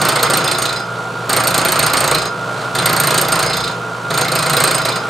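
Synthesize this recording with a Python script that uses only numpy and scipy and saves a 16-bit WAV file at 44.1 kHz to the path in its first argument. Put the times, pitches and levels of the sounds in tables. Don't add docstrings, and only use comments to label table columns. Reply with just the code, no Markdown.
import sys
import numpy as np
from scipy import signal
from scipy.fft import rfft, irfft, next_fast_len
from scipy.io import wavfile
from scipy.ndimage import uniform_filter1d, map_coordinates

SR = 44100
rng = np.random.default_rng(int(sys.argv[2]) if len(sys.argv) > 2 else 0)


def wav_record(signal):
    frames = np.transpose(np.atleast_2d(signal))
    bounded = np.clip(frames, -1, 1)
    quanta = np.round(bounded * 32767).astype(np.int16)
    wavfile.write(sys.argv[1], SR, quanta)


def boost(x):
    u = np.asarray(x, float) / 20
    return 10 ** u


N = 224670
TURN_S = .03558

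# first bite t/s, last bite t/s
PASSES = [
    (0.0148, 0.8),
    (1.2934, 2.265),
    (2.542, 2.64),
    (2.7505, 3.711),
    (4.1045, 4.945),
]
# t/s, level/dB
DEPTH_OF_CUT = [
    [(0, -1), (.2, 1.5), (.35, -0.5), (.52, -4), (.62, -5.5), (.76, -8.5), (.8, -14.5)],
    [(1.29, -1), (1.4, 0.9), (1.7, 0.8), (2.12, 0.15), (2.18, -6), (2.255, -7.5), (2.29, -10.5)],
    [(2.54, -23), (2.61, -15.5), (2.65, -19)],
    [(2.75, -2), (2.9, 0.2), (3.2, 0.15), (3.45, -0.5), (3.5, -5.5), (3.68, -8.5), (3.71, -15.5)],
    [(4.1, 0.5), (4.25, -2), (4.45, -1.2), (4.65, 2), (4.75, -4), (4.9, -4), (4.965, -7.5), (4.995, -11),
     (5.03, -21)],
]
# t/s, catch level/dB, shank level/dB
SKIMS = [(.121, -8.5, -1), (.193, -14.5, -2), (.263, -15, 1), (.405, -14, -3), (.549, -11, 7),
         (.692, -4, 1), (1.4, -4, -6), (1.436, -5, 4), (1.507, -10.5, 10), (1.613, -6.5, -5),
         (1.756, -4.5, -9), (1.898, -11, 1), (2.04, -1.5, -3), (2.076, -3.5, 4), (2.82, -13, 5),
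         (2.893, -3.5, 1), (2.929, -5.5, 10), (3.107, -3, 2), (3.249, -13, 1), (3.284, -7.5, 10),
         (3.356, -4.5, 2), (3.463, -5, -2), (4.104, -10, -1), (4.14, -8, 3), (4.246, -7.5, 0),
         (4.282, -13, 15), (4.46, -2.5, 1), (4.782, -1, 5), (4.817, -8, 5), (4.924, -14, 12)]
# t/s, catch level/dB, shank level/dB, wall level/dB
HARD_BITES = [(.086, 1, 5, 3), (.228, 0, 4.5, 1), (.335, 3.5, -13, 3), (.37, 1.5, 6, 1),
              (.478, -2.5, 3, 5.5), (.514, 5, -4, 3), (.585, 4.5, -1, -8), (.622, 7.5, -2, 1.5),
              (.656, 1, 5, 4), (1.364, 2.5, 3, -1), (1.543, -0.5, -1, 4), (1.649, -2.5, 8, 2),
              (1.72, 0, 6, -1.5), (1.791, 1.5, 5, 3), (1.827, 1, -9, 3), (1.97, 2.5, -8, 1),
              (2.004, 1.5, -1, -5), (2.148, -1, 7, 7), (2.858, 3.5, 5, 2.5), (3.0, 4, 4, -1),
              (3.071, 2, 3, -2), (3.178, 4, -5, 3.5), (3.214, 2, 5.5, -6), (3.32, 4.5, -5, -3),
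              (3.57, 2, 8, 0), (4.354, 1.5, 5, 0), (4.567, -3, 7, 6.5), (4.674, -1.5, -4, 3.5),
              (4.747, 10, -11, -9), (4.852, 0.5, 5, 2.5)]

# f/Hz, width/Hz, level/dB
CUTTER_MODES = [(8666, 120, 0.5), (8762, 104, 2), (7980, 130, -14)]
SHANK_MODES = [(12300, 190, 7), (12450, 400, 2), (13300, 200, -15), (15300, 260, -20), (10980, 110, -16)]
WALL_MODES = [(4040, 50, -5), (4150, 80, -6), (4500, 70, 4), (4420, 110, -3), (5650, 88, -17),
              (2533, 160, -8.5), (3068, 94, -10.5)]
WALL_ROOT_MODES = [(3405, 120, -8), (3618, 96, 0.5), (4050, 97, 3), (4164, 47, -1.5)]
TABLE_MODES = [(525.6, 40, -2.5), (1327, 254, -1.5), (2116, 99, -10), (2308, 34, -12), (2525, 22, -16)]
BED_MODES = [(210, 21, -3.5), (296, 52, -3), (364, 20, 3), (419, 12.6, 8), (536, 22, 2.5), (647, 34, 7.5),
             (762, 18, 4.5)]

# f/Hz, density level/dB
SHEAR_SPECTRUM = [(880, -1), (1500, -43), (1710, -8.5), (3310, -4), (4330, 2.5), (5940, -9), (6430, -3.5),
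                  (8240, -5), (8920, -17), (9280, -8), (10200, -17), (12600, -16), (16000, -52)]
CLATTER_SPECTRUM = [(35, -48), (60, -38), (150, 3), (195, -12), (414, -6.5), (837, -4), (1320, 1),
                    (1690, -7), (3000, -11.5), (3900, -19), (6600, -120)]
BEARING_SPECTRUM = [(15, -59), (50, -30), (90, -49), (125, -6.5), (190, -8), (300, -10), (450, -4.5),
                    (700, -7), (1100, -7.5), (1420, -5), (1700, -18), (4400, -21.5), (4900, -26),
                    (8500, -29.5), (16000, -48.5)]

SING_HZ = (5036, 6545)
# t/s, level/dB
LOW_SWELLS = [(.052, -37), (.23, -37), (.302, -38), (.444, -34.5), (.55, -39), (.66, -39.5), (.765, -37.5),
              (1.33, -40), (1.544, -38), (1.83, -37), (2.08, -42), (2.15, -34.5), (2.255, -45), (3.18, -41),
              (3.322, -37.5), (3.464, -32), (4.178, -38), (4.355, -36.5), (4.57, -36), (4.746, -33),
              (4.89, -35)]
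HIGH_SWELLS = [(.03, -37.5), (.25, -41), (.63, -36), (1.35, -40), (1.59, -36), (1.84, -33), (2.08, -34),
               (2.27, -36), (3.18, -34), (3.43, -38), (4.22, -34), (4.49, -36), (4.69, -40), (4.85, -39)]

SHAKE_HZ = (55.6, 82.6, 140.8, 168.9)
SHAKE_DB = [(7.7, 11, 8.6, -19), (17, 16, 4.2, -0.5), (1, -1, 7, -12), (17.46, 13, 12.3, 6),
            (9.9, 12, 11.8, 4)]

# f/Hz, rms level/dB, wander/Hz
MOTOR_TONES = [(49, -46.5, .5), (118.8, -34, 0.63), (178, -42, 1.7), (435.7, -40, 4.27), (485, -41, 1.74),
               (685, -39, 2.84), (905, -45, 3.13), (969, -39.5, 6.27), (1134, -41.5, 6.66),
               (1294, -39, 0.93), (1295, -43.5, 1.06), (1400, -28.5, 0.89), (1411, -36.5, 2),
               (1468, -39.5, 2.7), (1540, -45, 1.8), (1640, -48, 1.2)]
# t/s, level/dB
BEARING_DB = [(0, -19.5), (.9, -27.5), (1.2, -24.5), (2.35, -26), (2.6, -23.5), (2.75, -25.5), (3.8, -25),
              (4.05, -27.5), (5.09, -24)]

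# f/Hz, t60/s
SHOP_T60 = [(150, 0.57), (1500, 0.49), (6000, 0.22), (14000, 0.09)]
# f/Hz, left minus right level/dB
LEAN = [(60, 0), (250, 0.3), (500, -0.7), (1000, -2), (2400, -1.8), (6000, -2.3), (14000, -4)]
# f/Hz, side minus middle level/dB
WIDTH = [(35, -17), (80, -27), (150, -31), (300, -23), (600, -19), (1200, -15), (2500, -10.5), (5000, -16),
         (8700, -11), (14000, -15)]
# f/Hz, level/dB
MICROPHONE = [(10, -40), (30, -17), (50, -9), (100, -1), (15200, -0.5), (15700, 1), (16000, -30),
              (16400, -52)]


def cutting():
    cutter_db, shank_db, wall_db, table_db = bite_levels()
    cutter = bites(cutter_db + 0.5, modes(CUTTER_MODES, 3.8, 0.0013), lead_s=0.00023,
                   rise_s=0.00013, fall_s=0.0059, drag_db=-51, spiky_db=4.5)
    shank = bites(shank_db + 0.2, modes(SHANK_MODES, 1.7, 0.00098), lead_s=0.0003,
                  rise_s=0.00021, fall_s=0.0018, drag_db=-77, spiky_db=7.5)
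    light_db = np.clip(wall_db - cutter_db, 0, 15)
    root = bites(wall_db - 10.5 + 0.65 * light_db, modes(WALL_ROOT_MODES, 4.5, 0.01), lead_s=0.003,
                 rise_s=0.0007, fall_s=0.0035, drag_db=-26, spiky_db=4)
    wall = bites(wall_db - 3.0 - 0.5 * light_db, modes(WALL_MODES, 4.9, 0.0018), lead_s=0.001185,
                 rise_s=0.0041, fall_s=0.0078, drag_db=-42, spiky_db=1.8)
    hiss = bites(0.52 * cutter_db + 0.34 * wall_db - 2.0, colour(SHEAR_SPECTRUM), lead_s=0.0006,
                 rise_s=0.00094, fall_s=0.0095, drag_db=-18.5, spiky_db=2.1)
    table = bites(table_db - 4.5, modes(TABLE_MODES, 4.6, 0.016), lead_s=0.001165,
                  rise_s=0.0042, fall_s=0.016, drag_db=-29, spiky_db=2.3)
    clatter = bites(table_db - 3.5, colour(CLATTER_SPECTRUM), lead_s=0.00049,
                    rise_s=0.0046, fall_s=0.018, drag_db=-2.9, spiky_db=3.2)
    bed = bites(table_db - 9.5, modes(BED_MODES), lead_s=0,
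                rise_s=0.00011, fall_s=0.0003, drag_db=-80, spiky_db=0, noisy=False)
    return cutter + shank + root + wall + hiss + table + clatter + bed


def bite_times():
    return np.concatenate([a + TURN_S * np.arange(round((b - a) / TURN_S) + 1) for a, b in PASSES])


def depth_db(s):
    return np.interp(s, *np.concatenate(DEPTH_OF_CUT).T)


def bite_levels():
    s = bite_times()
    luck = rng.standard_normal((len(s), 4))
    odd = luck[:, :3] * [1.5, 2, 1.5]
    for when, *db in SKIMS + HARD_BITES:
        odd[np.abs(s - when).argmin(), :len(db)] = db
    catch_db, shank_db, wall_db = odd.T
    skim_db = np.minimum(catch_db, 0)
    growth_db = 1.58 * depth_db(s) + catch_db
    cutter = -23.5 + growth_db
    shank = -30.5 + 1.25 * growth_db + shank_db
    wall_full_db = -6
    wall = -23 + 1.38 * np.minimum(depth_db(s) - wall_full_db, 0) + 0.27 * skim_db + wall_db
    table = -16.5 + depth_db(s) + 0.3 * skim_db + 1.1 * luck[:, 3]
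    return cutter, shank, wall, table


def bites(db, response, lead_s, rise_s, fall_s, drag_db, spiky_db, noisy=True):
    window = round(.03 * SR)
    t = np.arange(3 * window) / SR
    shape = (1 - np.exp(-t / rise_s)) * (np.exp(-t / fall_s) + boost(drag_db) * (t < .036))
    chips = rng.standard_normal((len(db), 2, len(t)))
    force = boost(spiky_db * unit(uniform_filter1d(chips[:, 1], 60, axis=1)))
    if noisy:
        force = chips[:, 0] * force
    rows = filtered(shape * force, response)
    rms = np.sqrt(np.mean(rows[:, :window] ** 2, axis=1, keepdims=True))
    rows *= boost(db)[:, None] / rms
    start = np.round((bite_times() - lead_s) * SR).astype(int).clip(0)
    index = start[:, None] + np.arange(len(t))
    return np.bincount(index.ravel(), rows.ravel(), N + SR)[:N]


def modes(table, scatter_db=0, drift=0):
    luck = rng.standard_normal((len(bite_times()), 2, len(table), 1))
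    hz, width_hz, db = np.transpose(table)[..., None]
    gain = boost(db + scatter_db * luck[:, 0])
    hz = hz * (1 + drift * luck[:, 1])

    def response(f):
        total = 0
        for k in range(len(table)):
            damping = 1j * f * width_hz[k]
            total = total + (-1) ** k * gain[:, k] * damping / (hz[:, k] ** 2 - f * f + damping)
        return total
    return response


def singing():
    t, s = np.arange(N) / SR, bite_times()
    last = np.clip(np.searchsorted(s, t) - 1, 0, None)
    since_s = t - s[last]
    steady_db = -44.5 + 0.83 * np.minimum(depth_db(s) + 9, 0)[last]
    dying_db = 260 * np.clip(since_s - TURN_S, 0, None) - 0.68 * np.minimum(depth_db(s) + 8, 0)[last]

    def mode(hz, rows, fall_db_s, knock_rad, kick_db, sag_db_s):
        kick = rng.standard_normal((len(s), 2))
        db = swells(rows, steady_db, fall_db_s) - dying_db
        db = db + 11.5 + kick_db * kick[last, 1] + 1.2 * wobble(56) - sag_db_s * np.clip(since_s, 0, .04)
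        phase = np.cumsum(knock_rad * kick[:, 0])[last] + 1.3 * wobble(40)
        return boost(db) * np.sin(2 * np.pi * hz * t + phase)

    low = mode(SING_HZ[0], LOW_SWELLS, fall_db_s=45, knock_rad=.6, kick_db=1.8, sag_db_s=70)
    high = mode(SING_HZ[1], HIGH_SWELLS, fall_db_s=190, knock_rad=1.6, kick_db=3.1, sag_db_s=300)
    return low + high


def swells(rows, steady_db, fall_db_s):
    rise_db_s = 1200
    s, db = np.transpose(rows)[..., None]
    coarse = np.arange(0, N, 64)
    since_s = coarse / SR - s
    peak_db = np.max(db - np.where(since_s > 0, fall_db_s, -rise_db_s) * since_s, axis=0)
    return np.maximum(steady_db, np.interp(np.arange(N), coarse, peak_db))


def shaking():
    idle_db, trend_db, rise_s = (-58.5, -58.5, -44.5, -40), (12, -6, -5, -6), 0.051
    t = np.arange(N) / SR
    level = np.transpose([idle_db]) + 0 * t
    for (a, b), db in zip(PASSES, SHAKE_DB):
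        held = np.clip(np.minimum(t - a + rise_s, b + rise_s - t) / (2 * rise_s), 0, 1)
        progress = (t - a) / (b - a) - .5
        level = level + held * (np.transpose([db]) + np.outer(trend_db, progress))
    return sum(boost(db + 4.0 + 0.4 * wobble(9)) * np.sin(2 * np.pi * hz * t) for hz, db in zip(SHAKE_HZ, level))


def motor_tones():
    t = np.arange(N) / SR
    out = np.zeros(N)
    for hz, db, wander_hz in MOTOR_TONES:
        level = np.sqrt(2) * boost(db + 0.68 * wobble(14))
        cycles = hz * t + np.cumsum(wander_hz * wobble(25)) / SR
        out += level * np.sin(2 * np.pi * cycles)
    return out


def motor_bearings():
    t = np.arange(N) / SR
    noise = unit(filtered(rng.standard_normal(N), colour(BEARING_SPECTRUM)))
    flutter_db = 0.9 * wobble(6.2) + 1.7 * np.sin(2 * np.pi * 59.8 * t)
    return boost(np.interp(t, *np.transpose(BEARING_DB)) + flutter_db) * noise


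def shop(x):
    hz, t, z = signal.stft(rng.standard_normal((2, SR // 2)), SR, nperseg=256)
    decay = boost(-60 * t / along(SHOP_T60, hz)[:, None])
    tail = signal.istft(z * decay, SR, nperseg=256)[1]
    tail = tail / np.linalg.norm(tail, axis=1, keepdims=True)
    delayed = np.pad(x, (200, 0))[None]
    return signal.fftconvolve(delayed, tail, axes=1)[:, :N]


def unit(x):
    return x / np.sqrt(np.mean(x ** 2) + 1e-20)


def along(points, hz):
    f, v = np.transpose(points)
    return np.interp(np.log(hz + 1), np.log(f + 1), v)


def colour(spectrum):
    return lambda f: boost(along(spectrum, f))


def filtered(x, response):
    n = x.shape[-1]
    m = next_fast_len(n + 2048)
    return irfft(rfft(x, m) * response(np.fft.rfftfreq(m, 1 / SR)), m)[..., :n]


def wobble(rate_hz):
    coarse = np.arange(0, N + 64, 64)
    knots = rng.standard_normal(int(N * rate_hz / SR) + 4)
    return np.interp(np.arange(N), coarse, map_coordinates(knots, [coarse * rate_hz / SR]))


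def scene():
    tones = motor_tones() + motor_bearings() * 0 + singing() + shaking()
    dry = cutting() + motor_bearings()
    shared, apart = shop(dry)
    mid = dry + boost(-12.5) * shared + tones
    tone_side = filtered(tones, lambda hz: 1j * boost(along(WIDTH, hz) + 1.0))
    side = filtered(apart, colour(WIDTH)) + tone_side
    return filtered(np.array([mid + side, mid - side]), lambda hz: boost(np.outer([.5, -.5], along(LEAN, hz))))


def top_cut(x):
    return signal.sosfilt(signal.butter(12, 16480, fs=SR, output="sos"), x)


def record(dry):
    top = 1.1
    rounded = dry / (1 + np.abs(dry / top) ** 6) ** (1 / 6)
    return top_cut(filtered(rounded, colour(MICROPHONE)))


dry = scene()
out = record(dry)
wav_record(out)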